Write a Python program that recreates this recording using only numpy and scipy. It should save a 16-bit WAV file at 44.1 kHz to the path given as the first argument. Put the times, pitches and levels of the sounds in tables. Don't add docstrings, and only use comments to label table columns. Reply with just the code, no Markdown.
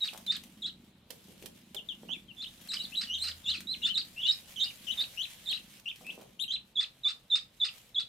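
import sys
import numpy as np
from scipy import signal
from scipy.fft import rfft, irfft, next_fast_len
from scipy.io import wavfile
from scipy.ndimage import uniform_filter1d, map_coordinates

SR = 44100
rng = np.random.default_rng(int(sys.argv[2]) if len(sys.argv) > 2 else 0)


def dump(signal):
    limited = np.clip(np.atleast_2d(signal).T, -1, 1)
    pcm = np.round(limited * 32767).astype(np.int16)
    wavfile.write(sys.argv[1], SR, pcm)


N = 356328


def amp(db):
    return 10 ** (np.asarray(db) / 20)


def unit(x):
    return x / np.sqrt(np.mean(x ** 2) + 1e-20)


def along(points, hz):
    f, v = np.transpose(points)
    return np.interp(np.log(hz + 1), np.log(f + 1), v)


def curves(rows):
    s, *cols = np.transpose(rows)
    return [np.interp(np.arange(N) / SR, s, c) for c in cols]


def wobble(rate, size=N):
    knots = rng.standard_normal(int(size * rate / SR) + 4)
    return map_coordinates(knots, [np.arange(size) * rate / SR])


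def swell(t, rise, fall):
    return np.clip((t - t[0]) / rise, 0, 1) * np.clip((t[-1] - t) / fall, 0, 1)


def filtered(x, response):
    m = next_fast_len(x.shape[-1] + 8192)
    spectrum = rfft(x, m) * response(np.fft.rfftfreq(m, 1 / SR))
    return irfft(spectrum, m)[..., :x.shape[-1]]


def modes(table):
    def response(f):
        total = 0
        for k, (c, w, db) in enumerate(table):
            total = total + (-1) ** k * amp(db) * 1j * f * w / (c * c - f * f + 1j * f * w)
        return total
    return response


def add(pair, s, sound, pan_db):
    part = pair[:, round(s * SR):][:, :len(sound)]
    part += amp([[pan_db / 2], [-pan_db / 2]]) * sound[:part.shape[1]]


def pulses(rate, jitter, scatter_db):
    cycles = np.cumsum(rate * np.exp(jitter) / SR)
    ticks = np.diff(np.floor(cycles), prepend=0)
    return ticks * amp(scatter_db * rng.standard_normal(len(ticks)))


def rush(spectrum, patchy_db):
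    # frequency in Hz, likeness of left and right (1 is identical)
    alike = [(50, .995), (200, .95), (500, .7), (2000, .4), (10000, .2)]
    z = signal.stft(rng.standard_normal((2, N)), nperseg=512)[2]
    field = uniform_filter1d(rng.standard_normal(z.shape[1:]), 8, 0)
    field = uniform_filter1d(field, 6, 1)
    pair = signal.istft(z * amp(patchy_db * unit(field)), nperseg=512)[1][:, :N]

    def mid_side(hz):
        turn = np.arccos(np.clip(along(alike, hz), -1, 1)) / 2
        return amp(along(spectrum, hz)) * [np.cos(turn), np.sin(turn)]

    mid, side = filtered(pair, mid_side)
    return unit(np.array([mid + side, mid - side]))


def room_tone():
    # frequency in Hz, relative spectral level in dB per Hz
    air = [(15, -58.5), (30, -12), (50, 8.5), (65, -11), (130, 7), (230, -11), (510, -7.5), (1700, -16),
           (4000, -11.5), (6100, -38), (10000, -40.5), (15800, -63)]
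    return amp(-65.5) * rush(air, patchy_db=-1.5)


def room(x):
    # frequency in Hz, time to decay by 60 dB in seconds
    decay_times = [(300, 0.51), (3000, 0.17), (6000, 0.22), (12000, 0.23)]
    out, step = np.zeros((2, N + SR)), SR // 4
    for a in range(0, N, step):
        hz, t, z = signal.stft(rng.standard_normal((2, SR // 3)), SR, nperseg=128)
        decay = amp(-60 * t / along(decay_times, hz)[:, None])
        tail = signal.istft(z * decay, SR, nperseg=128)[1]
        wet = signal.fftconvolve(x[None, a:a + step], tail / np.linalg.norm(tail[0]), axes=1)
        out[:, a + 130:][:, :wet.shape[1]] += amp(-4.0) * wet
    return out[:, :N]


def purr():
    # time in seconds, level of the throat band in dB, rising and falling with the breath
    throat_levels = [(0, -67.5), (.3, -58), (.85, -58.5), (1.05, -65.5), (1.5, -59), (1.85, -63),
                     (2.05, -52.5), (2.4, -62.5), (2.9, -58.5), (3.35, -68.5), (3.6, -54.5), (4.35, -67),
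                     (5.0, -64), (5.22, -73.5), (5.6, -62.5), (5.97, -71), (6.05, -56.5), (6.4, -66.5),
                     (7.1, -72.5)]
    # time in seconds, level of the chest tone in dB
    chest_levels = [(0, -72), (2.9, -72.5), (3.2, -58), (3.45, -60.5), (3.7, -71), (5, -73), (5.6, -83)]
    train = pulses(26.8, 0.021 * wobble(3), scatter_db=3.0)
    train = train + 0.027 * rng.standard_normal(N)

    def throat(f):
        return modes([(190, 50, 0), (235, 70, -2), (330, 60, -8)])(f) * modes([(210, 250, 0)])(f)

    def chest(f):
        return modes([(81, 14, 0)])(f) ** 2

    throat_sound = amp(curves(throat_levels)[0]) * unit(filtered(train, throat))
    return throat_sound + amp(curves(chest_levels)[0]) * unit(filtered(train, chest))


def rustle(down):
    # time in seconds, level in dB before the crackles and a random waver
    levels = [(0, -59), (.45, -64), (1.05, -75), (1.12, -64), (1.5, -65.5), (1.7, -69.5), (2.1, -66),
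              (2.3, -70), (2.75, -54.5), (2.9, -56), (3.5, -60.5), (4.2, -59), (5.2, -54.5), (5.85, -65),
              (6.1, -60.5), (6.4, -74), (7.65, -69.5), (7.8, -61.5), (8.08, -73)]
    crackle = (rng.random((2, N)) < 90 / SR) * amp(11.5 + 3.2 * rng.standard_normal((2, N)))
    grain = 1 + signal.lfilter([1], [1, -.99], crackle) / 4
    return amp(curves(levels)[0] + 2.2 * wobble(16)) * grain * rush(down, patchy_db=1.5)


def basket():
    # time in seconds, level in dB before the envelope and a 5.5 dB gain, left minus right in dB
    ticks = [(0.1355, -42.5, -19), (0.1762, -37, 7.5), (0.265, -42, -18), (0.3671, -39.5, -14.5),
             (0.4373, -40, 5), (1.1054, -34.5, -13), (1.4252, -42, 6), (1.4593, -35.5, -14.5),
             (1.7471, -37, -17), (2.615, -44, 3), (2.6744, -42, 1), (3.6057, -34.5, -0.5), (5.515, -35, 6),
             (5.7982, -52.5, -23.5), (5.9592, -43, -2), (6.0664, -48, -20), (6.153, -52, 2),
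             (6.213, -44.5, -3), (7.7815, -47.5, 12)]
    # start in seconds, decay length in seconds (11 dB down after one length),
    # level in dB before the fades and a 5.5 dB cut, main resonance in Hz
    bumps = [(0.132, 0.057, -52.5, 720), (1.102, 0.04, -55.5, 470), (1.283, 0.044, -58.5, 314),
             (1.423, 0.043, -52, 327), (1.746, 0.032, -52, 477), (2.033, 0.013, -49, 383),
             (2.092, 0.016, -54, 826), (6.009, 0.18, -61.5, 516), (6.178, 0.038, -52.5, 423),
             (6.21, 0.027, -55.5, 587)]
    # frequency in Hz, relative spectral level in dB per Hz
    down = [(240, -8), (400, -20.5), (496, -7), (1020, -12), (1250, -10.5), (3190, 0), (4690, -6),
            (14200, -8), (15800, -19)]
    out, t = np.zeros((2, N)), np.arange(SR // 25) / SR
    for s, db, pan_db in ticks:
        crack = filtered(rng.standard_normal(len(t)), lambda f: amp(along(down, f)))
        snap = amp(-60 * t / .01) + .2 * amp(-60 * t / .05)
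        snap = snap * (1 - np.exp(-t / 0.0024))
        add(out, s - .001, amp(db + 5.5) * snap * unit(crack), pan_db)
    for s, length, db, hz in bumps:
        u = np.arange(round(2 * length * SR)) / SR
        slips = (rng.random(len(u)) < 200 / SR) * rng.standard_normal(len(u))
        knocks = slips + .02 * rng.standard_normal(len(u))
        knocks[20] = 1

        def weave(f):
            return modes([(hz, hz * .45, 0), (2.4 * hz, hz, -17)])(f) * modes([(hz, 3 * hz, 0)])(f)

        shake = unit(filtered(knocks * amp(-11 * u / length), weave))
        add(out, s, amp(db) * shake * amp(-5.5) * swell(u, 1 / SR, length / 2), -2)
    return out + rustle(down)


def tripled_tones(out):
    # start in seconds, length in seconds, level in dB before the fades,
    # pitch in Hz before a slow rise and a random waver
    tripled = [(7.05, .036, -49, 1165)]
    for s, length, db, hz in tripled:
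        t = np.arange(0, length, 1 / SR)
        phase = 2 * np.pi * np.cumsum(hz * (1 + 1.0 * t + 0.023 * wobble(440, size=len(t)))) / SR
        voice = np.sin(phase) + 1.4 * np.sin(2 * phase) + np.sin(4 * phase) + .2 * np.sin(5 * phase)
        add(out, s, amp(db) * swell(t, .012, .003) * unit(voice), -2)


def rasps():
    # start in seconds, length in seconds, level in dB of the pulsed voice
    # before its 9 dB fall, flutter and fades
    breaks = [(0.041, 0.04, -40), (0.315, 0.05, -39.5), (0.66, 0.032, -47), (2.418, 0.034, -50.5),
              (2.716, 0.017, -40), (2.732, 0.035, -35), (3.009, 0.034, -36), (3.232, 0.07, -42),
              (3.271, 0.034, -35.5), (3.488, 0.048, -44.5), (3.535, 0.048, -41), (3.861, 0.046, -39),
              (3.972, 0.035, -40.5), (4.263, 0.1, -47), (4.64, 0.016, -46), (5.001, 0.022, -40.5),
              (5.523, 0.073, -48), (6.523, 0.032, -50.5), (6.802, 0.04, -38), (7.081, 0.038, -37),
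              (7.353, 0.034, -35.5), (7.644, 0.04, -37), (7.995, 0.024, -40)]
    # centre in Hz before scaling, width in Hz before the response is cubed, level in dB
    resonances = [(1350, 460, -15.5), (1914, 500, -0.5), (2860, 860, -4), (3820, 520, -9.5), (4270, 690, 1),
                  (5040, 1070, -3), (6570, 670, -15.5), (8270, 2100, -15)]
    opened, closing = 0.99, .92
    out = np.zeros((2, N))

    def throat(scale):
        def response(f):
            return sum(amp(db) * abs(modes([(c * scale, w, 0)])(f)) ** 3 for c, w, db in resonances)
        return response

    for s, length, db in breaks:
        t = np.arange(0, length, 1 / SR)
        part = t / length
        arch = 1 + .12 * np.sin(np.pi * part ** .7) - .08 * part
        train = pulses(1180 * arch, .15 * wobble(450, size=len(t)), scatter_db=2.5)
        shut = part ** 2
        voice = unit((1 - shut) * filtered(train, throat(opened)) + shut * filtered(train, throat(closing)))
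        upper_hz = (6750 + 50 * db) * np.sqrt(arch / arch.max()) * (1 - (1 - closing) * shut)
        upper_hz = upper_hz * (1 + .022 * wobble(260, size=len(t)))
        strand = np.sin(2 * np.pi * np.cumsum(upper_hz) / SR)
        voice = voice + amp(-2 + 4 * wobble(210, size=len(t))) * strand
        level = amp(db - 9 * part + 1.95 * wobble(189, size=len(t)))
        add(out, s, level * swell(t, 0.0042, 0.0036) * voice, -1.5)
    tripled_tones(out)
    return out


def gestures(open_s):
    # start in seconds, length in seconds, start pitch in Hz, low pitch in Hz, crest pitch in Hz,
    # flick pitch in Hz, crest level in dB, swell in dB from low point to crest, lead-in in dB under
    # the low point, octave boost in dB, left minus right in dB
    peeps = [(.005, 0.042, 4010, 3826, 3817, 4100, -27, 4, 5, -3, -2),
             (0.262, 0.056, 4090, 3520, 3657, 4330, -22, 10.5, 5.5, -7, -1),
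             (0.619, .053, 3900, 3270, 3915, 4230, -31, 6.5, -1.5, 3, -1),
             (2.085, 0.06, 2890, 2990, 3540, 3620, -34.5, 4, 5, 3, -9.5),
             (2.365, 0.057, 3540, 3480, 3494, 4420, -36.5, 8, 7, 3.5, -4),
             (2.686, 0.058, 4220, 3790, 4110, 4230, -38, -1.2, -0.5, 14, 1.5),
             (2.786, 0.044, 4050, 3800, 4040, 4840, -40, -4.5, 7, 3, -2),
             (2.954, .055, 4160, 3795, 4020, 4250, -32.5, -3, 12, 3.5, -2.5),
             (3.068, 0.093, 2970, 2840, 3250, 2700, -32.5, 4.5, 8, 11, -1),
             (3.183, 0.053, 4226, 3600, 4110, 4220, -27.5, 14, 0, 12, -2.5),
             (3.44, 0.064, 3660, 3405, 3790, 4460, -26, 8.5, 11, 6, 0),
             (3.457, 0.066, 2796, 2800, 3040, 3160, -39, 2.5, 5, 9, 7),
             (3.821, 0.047, 3920, 3320, 3605, 3450, -21.5, 9, 7, 2, -1.5),
             (3.94, 0.049, 4210, 3600, 3916, 4600, -24.5, 6.5, 2, 2, -4.5),
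             (4.161, 0.056, 2700, 2760, 2974, 3680, -36.5, 2.5, 8, -2, 3),
             (4.229, 0.046, 3374, 3410, 3600, 4700, -32, 0.5, -5, -3, -5),
             (4.237, 0.058, 3370, 2840, 3040, 3300, -33, 3, 8, 1, 16),
             (4.275, 0.045, 4040, 3695, 3825, 5270, -24.5, -0.5, 7, -1.5, -7.5),
             (4.559, .067, 3270, 2955, 3276, 3230, -34, 6, -1, 12, -6.5),
             (4.597, 0.049, 3880, 3580, 3740, 5000, -26, 2.3, 3, 1.5, -4.5),
             (4.868, 0.053, 3225, 2850, 3084, 4000, -32, 5, 2, 7, 11.5),
             (4.972, 0.055, 3746, 3557, 3836, 4450, -27, 3.5, 2.5, -12, -4),
             (5.172, .058, 2840, 2900, 3300, 3830, -33, 3.5, 0.5, 8, 9),
             (5.455, 0.048, 3870, 3530, 3750, 4140, -30, 8.5, 5, 6, -5),
             (5.856, 0.038, 2820, 2700, 2984, 3740, -33.5, 5.5, -3, 1, 5),
             (6.043, 0.069, 2455, 2600, 2665, 3860, -35, 10, 8, -13, 2),
             (6.392, 0.04, 3090, 3580, 3690, 4040, -34, 2, 0, 10, 9.5),
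             (6.478, 0.042, 3170, 3120, 3160, 4150, -27.5, 12.5, -5.5, 4.5, 2),
             (6.754, 0.054, 3800, 3346, 3500, 3980, -22.5, 5.5, 5.5, -8.5, -3),
             (7.033, 0.053, 3900, 3464, 3594, 4120, -22.5, 3.5, 9.5, -7, -3),
             (7.3, 0.057, 3910, 3515, 3650, 4000, -19.5, 6, 6.5, -6.5, -3),
             (7.599, 0.049, 3850, 3450, 3552, 4150, -23.5, 3, 7, -10, -2),
             (7.944, 0.055, 3860, 3300, 3497, 4210, -24, 4.5, 8, -7.5, -1.5)]
    # start in seconds, length in seconds, first pitch in Hz, last pitch in Hz, bend,
    # first level in dB, fade in dB, left minus right in dB
    chirps = [(0.073, 0.021, 4410, 2310, 1.07, -33, 6.5, .1),
              (0.355, 0.019, 4420, 2520, 0.69, -32.5, 19, -1.5),
              (0.645, 0.054, 3354, 3340, 1.05, -36.5, 26, -1.8),
              (0.676, 0.025, 4220, 2740, 2.4, -44, 0.5, -.2), (1.764, 0.035, 3730, 2730, 0.72, -37, 8, 6),
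              (1.887, 0.045, 3770, 2770, 0.6, -33.5, 15, 7),
              (2.131, 0.035, 3010, 2270, 0.96, -43.5, 10.5, 7),
              (2.282, 0.036, 3240, 2670, 1.2, -58, -7.5, 12), (2.418, 0.032, 4130, 2620, 2.6, -43, -3.5, 2),
              (2.457, 0.028, 2870, 3870, 1.1, -44, 4.5, -6),
              (2.765, 0.011, 3520, 2840, 0.79, -39.5, -8.5, -3),
              (2.798, 0.025, 3030, 2820, 0.92, -43, 11, 15),
              (2.834, 0.023, 4670, 3410, 1.6, -46.5, -10, -.4),
              (2.919, 0.029, 2460, 3140, 1.04, -50.5, -5, 9), (2.948, 0.014, 2780, 4300, 1.3, -34, 4, -4),
              (3.037, 0.02, 3730, 3000, 1.2, -44, 3, -3.6), (3.13, .02, 3214, 3800, 0.87, -59, -21, 2),
              (3.143, 0.039, 3830, 2810, 1.8, -35.5, 4.5, -1),
              (3.234, 0.042, 4210, 3530, 3, -37.5, 1.5, -1.1),
              (3.308, 0.013, 4470, 2700, 1.36, -41.5, 0, -.7),
              (3.499, 0.024, 4215, 3120, 2.05, -30.5, 1, -1),
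              (3.523, 0.038, 3930, 2354, 0.65, -39.5, 0, 2.1),
              (3.578, 0.011, 4270, 2860, 1.15, -37, 15, -.4), (3.67, 0.054, 3755, 4150, 0.86, -42, -10, -6),
              (3.725, 0.027, 4110, 2320, 2.1, -33.5, 9, -5), (3.817, 0.035, 2800, 3050, 2, -45.5, -10, 7),
              (3.867, 0.044, 2500, 3108, 0.68, -52.5, -18.5, 17),
              (3.91, 0.035, 3096, 2960, 1, -36.5, 20, 20), (3.993, 0.025, 4700, 2360, 3.3, -34, 8.5, -3),
              (4.217, 0.025, 3670, 2510, 1.2, -35.5, 12, 2.5),
              (4.323, 0.018, 5240, 3450, 4.2, -36.5, 10, -6), (4.643, .022, 4900, 3500, 2.6, -33.5, 19, 0),
              (4.651, 0.033, 2790, 3013, 1.05, -46, -5, 2), (4.698, 0.014, 3220, 2240, 0.95, -46.5, 3, -.6),
              (4.919, .024, 3960, 2530, 2.28, -41.5, 0, 11), (5.023, 0.021, 4410, 2400, 1.7, -42.5, -1, -7),
              (5.231, 0.027, 4050, 2310, 2, -36.5, 7, 7), (5.499, 0.02, 3210, 3110, 1.3, -44, -6, 15),
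              (5.497, 0.035, 4290, 2590, 2.16, -36.5, -3.5, -5.5),
              (5.532, 0.033, 3780, 4090, 1.03, -38, 9, 21.5), (5.57, 0.012, 3430, 2510, 0.82, -40, 5, 8),
              (5.897, 0.021, 3600, 2400, 1.23, -39, 3, -2), (6.422, 0.022, 4030, 3780, 1.3, -40, 0, 14),
              (6.437, 0.013, 3580, 2530, 0.71, -40, 10.5, 14), (6.52, 0.012, 3760, 4180, 1.3, -24, 21, -4),
              (6.535, 0.031, 4050, 2320, 3.8, -29.5, 9.5, -1),
              (6.836, 0.014, 4330, 2170, 1.26, -32, 12, -4), (7.117, 0.0079, 3700, 2650, 1.4, -41, 16, -5),
              (7.383, 0.0086, 4160, 2950, 1.1, -40, 4, -6), (7.68, 0.014, 3510, 2450, 1.16, -44.5, -7, -2),
              (8.019, 0.012, 4170, 2600, 1.3, -29, 23.5, 0)]
    hold_s, dip_share, flick_s = 0.00642, 0.3596, 0.00925
    attack_db, flick_db = 6, 16.5
    scoop, still_to_swell = 0.94, 0.95
    for s, length, start_hz, low_hz, high_hz, flick_hz, db, swell_db, lead_db, boost_db, pan_db in peeps:
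        dip, crest, lead = dip_share * length, length - flick_s, swell_db + lead_db
        times = np.array([0, hold_s, dip - open_s, dip, (dip + crest) / 2, crest, length])
        times = np.sort(s + times)
        pitch_points = [scoop * start_hz, start_hz, low_hz, high_hz, flick_hz]
        pitch = np.interp(times, np.delete(times, obj=[2, 4]), pitch_points)
        under_db = [lead + attack_db, lead, lead, swell_db, still_to_swell * swell_db, 0, flick_db]
        yield times, pitch, db - np.array(under_db), boost_db, pan_db, s + dip
    for s, length, from_hz, to_hz, bend, db, fade_db, pan_db in chirps:
        part = np.linspace(0, 1, 10)
        pitch = from_hz + (to_hz - from_hz) * part ** bend
        yield s + length * part, pitch, db - fade_db * part, -3, pan_db, s


def whistles():
    # time in seconds, hoarseness in nominal dB of flutter (scaled separately for each effect)
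    hoarse = [(1.95, 1), (2.05, 2.1), (5.4, 2.1), (5.47, 2.5), (5.9, 2.5), (6.38, 2.1), (6.4, 3.2),
              (6.45, 3.2), (6.48, 2.3), (6.7, .6)]
    open_s = 0.0092
    overtone_db = -24
    warble_per_s, warble = 185, 0.21
    stutter_per_s, stutter = 238, 0.57
    out = np.zeros((2, N))
    for s, hz, db, boost_db, pan_db, opens_s in gestures(open_s):
        t = np.arange(s[0], s[-1], 1 / SR)
        n = len(t)
        flutter_db = np.interp(t, *np.transpose(hoarse))
        excess_db = np.maximum(flutter_db - 1, 0)
        level_db = np.interp(t, s, db)

        waver = 0.0059 * flutter_db * wobble(484, size=n)
        glide = uniform_filter1d(np.interp(t, s, hz), size=150, mode="nearest")
        phase = 2 * np.pi * np.cumsum(glide * (1 + waver)) / SR
        octave = amp(overtone_db + boost_db + 0.1 * level_db + 2.8 * wobble(205, size=n))
        tone = np.sin(phase) + octave * np.sin(2 * phase + 0.97 * wobble(300, size=n))
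        tone = tone + amp(23.6 * flutter_db - 94) * np.sin(3 * phase)

        second_phase = 2 * np.pi * np.cumsum(560 + 90 * wobble(60, size=n)) / SR
        buzz = 1 + .04 * excess_db * np.sin(second_phase)
        throb = np.cumsum(warble_per_s * (1 + 0.241 * wobble(41.7, size=n))) / SR + rng.random()
        buzz = buzz * (1 + warble * excess_db * np.sin(2 * np.pi * throb))
        catch = np.cumsum(stutter_per_s * (1 + .25 * wobble(40, size=n))) / SR + rng.random()
        still_closed = np.clip((opens_s - t) * 2 / open_s, 0, 1)
        buzz = buzz * (1 - stutter * still_closed * np.cos(np.pi * catch) ** 2)

        level = amp(level_db + 0.39 * flutter_db * wobble(621.0, size=n))
        sound = np.sqrt(2) * tone * swell(t, 0.0026, 0.0016) * buzz * level
        add(out, s[0], sound, pan_db)
    return out


def scene():
    near = whistles() + rasps() + basket()
    purr_pair = purr() * amp([[-.3], [.3]])
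    return near + room(near.mean(axis=0)) + purr_pair + room_tone()


def record(dry):
    return filtered(dry, lambda hz: hz < 15850)


dry = scene()
out = record(dry)
dump(out)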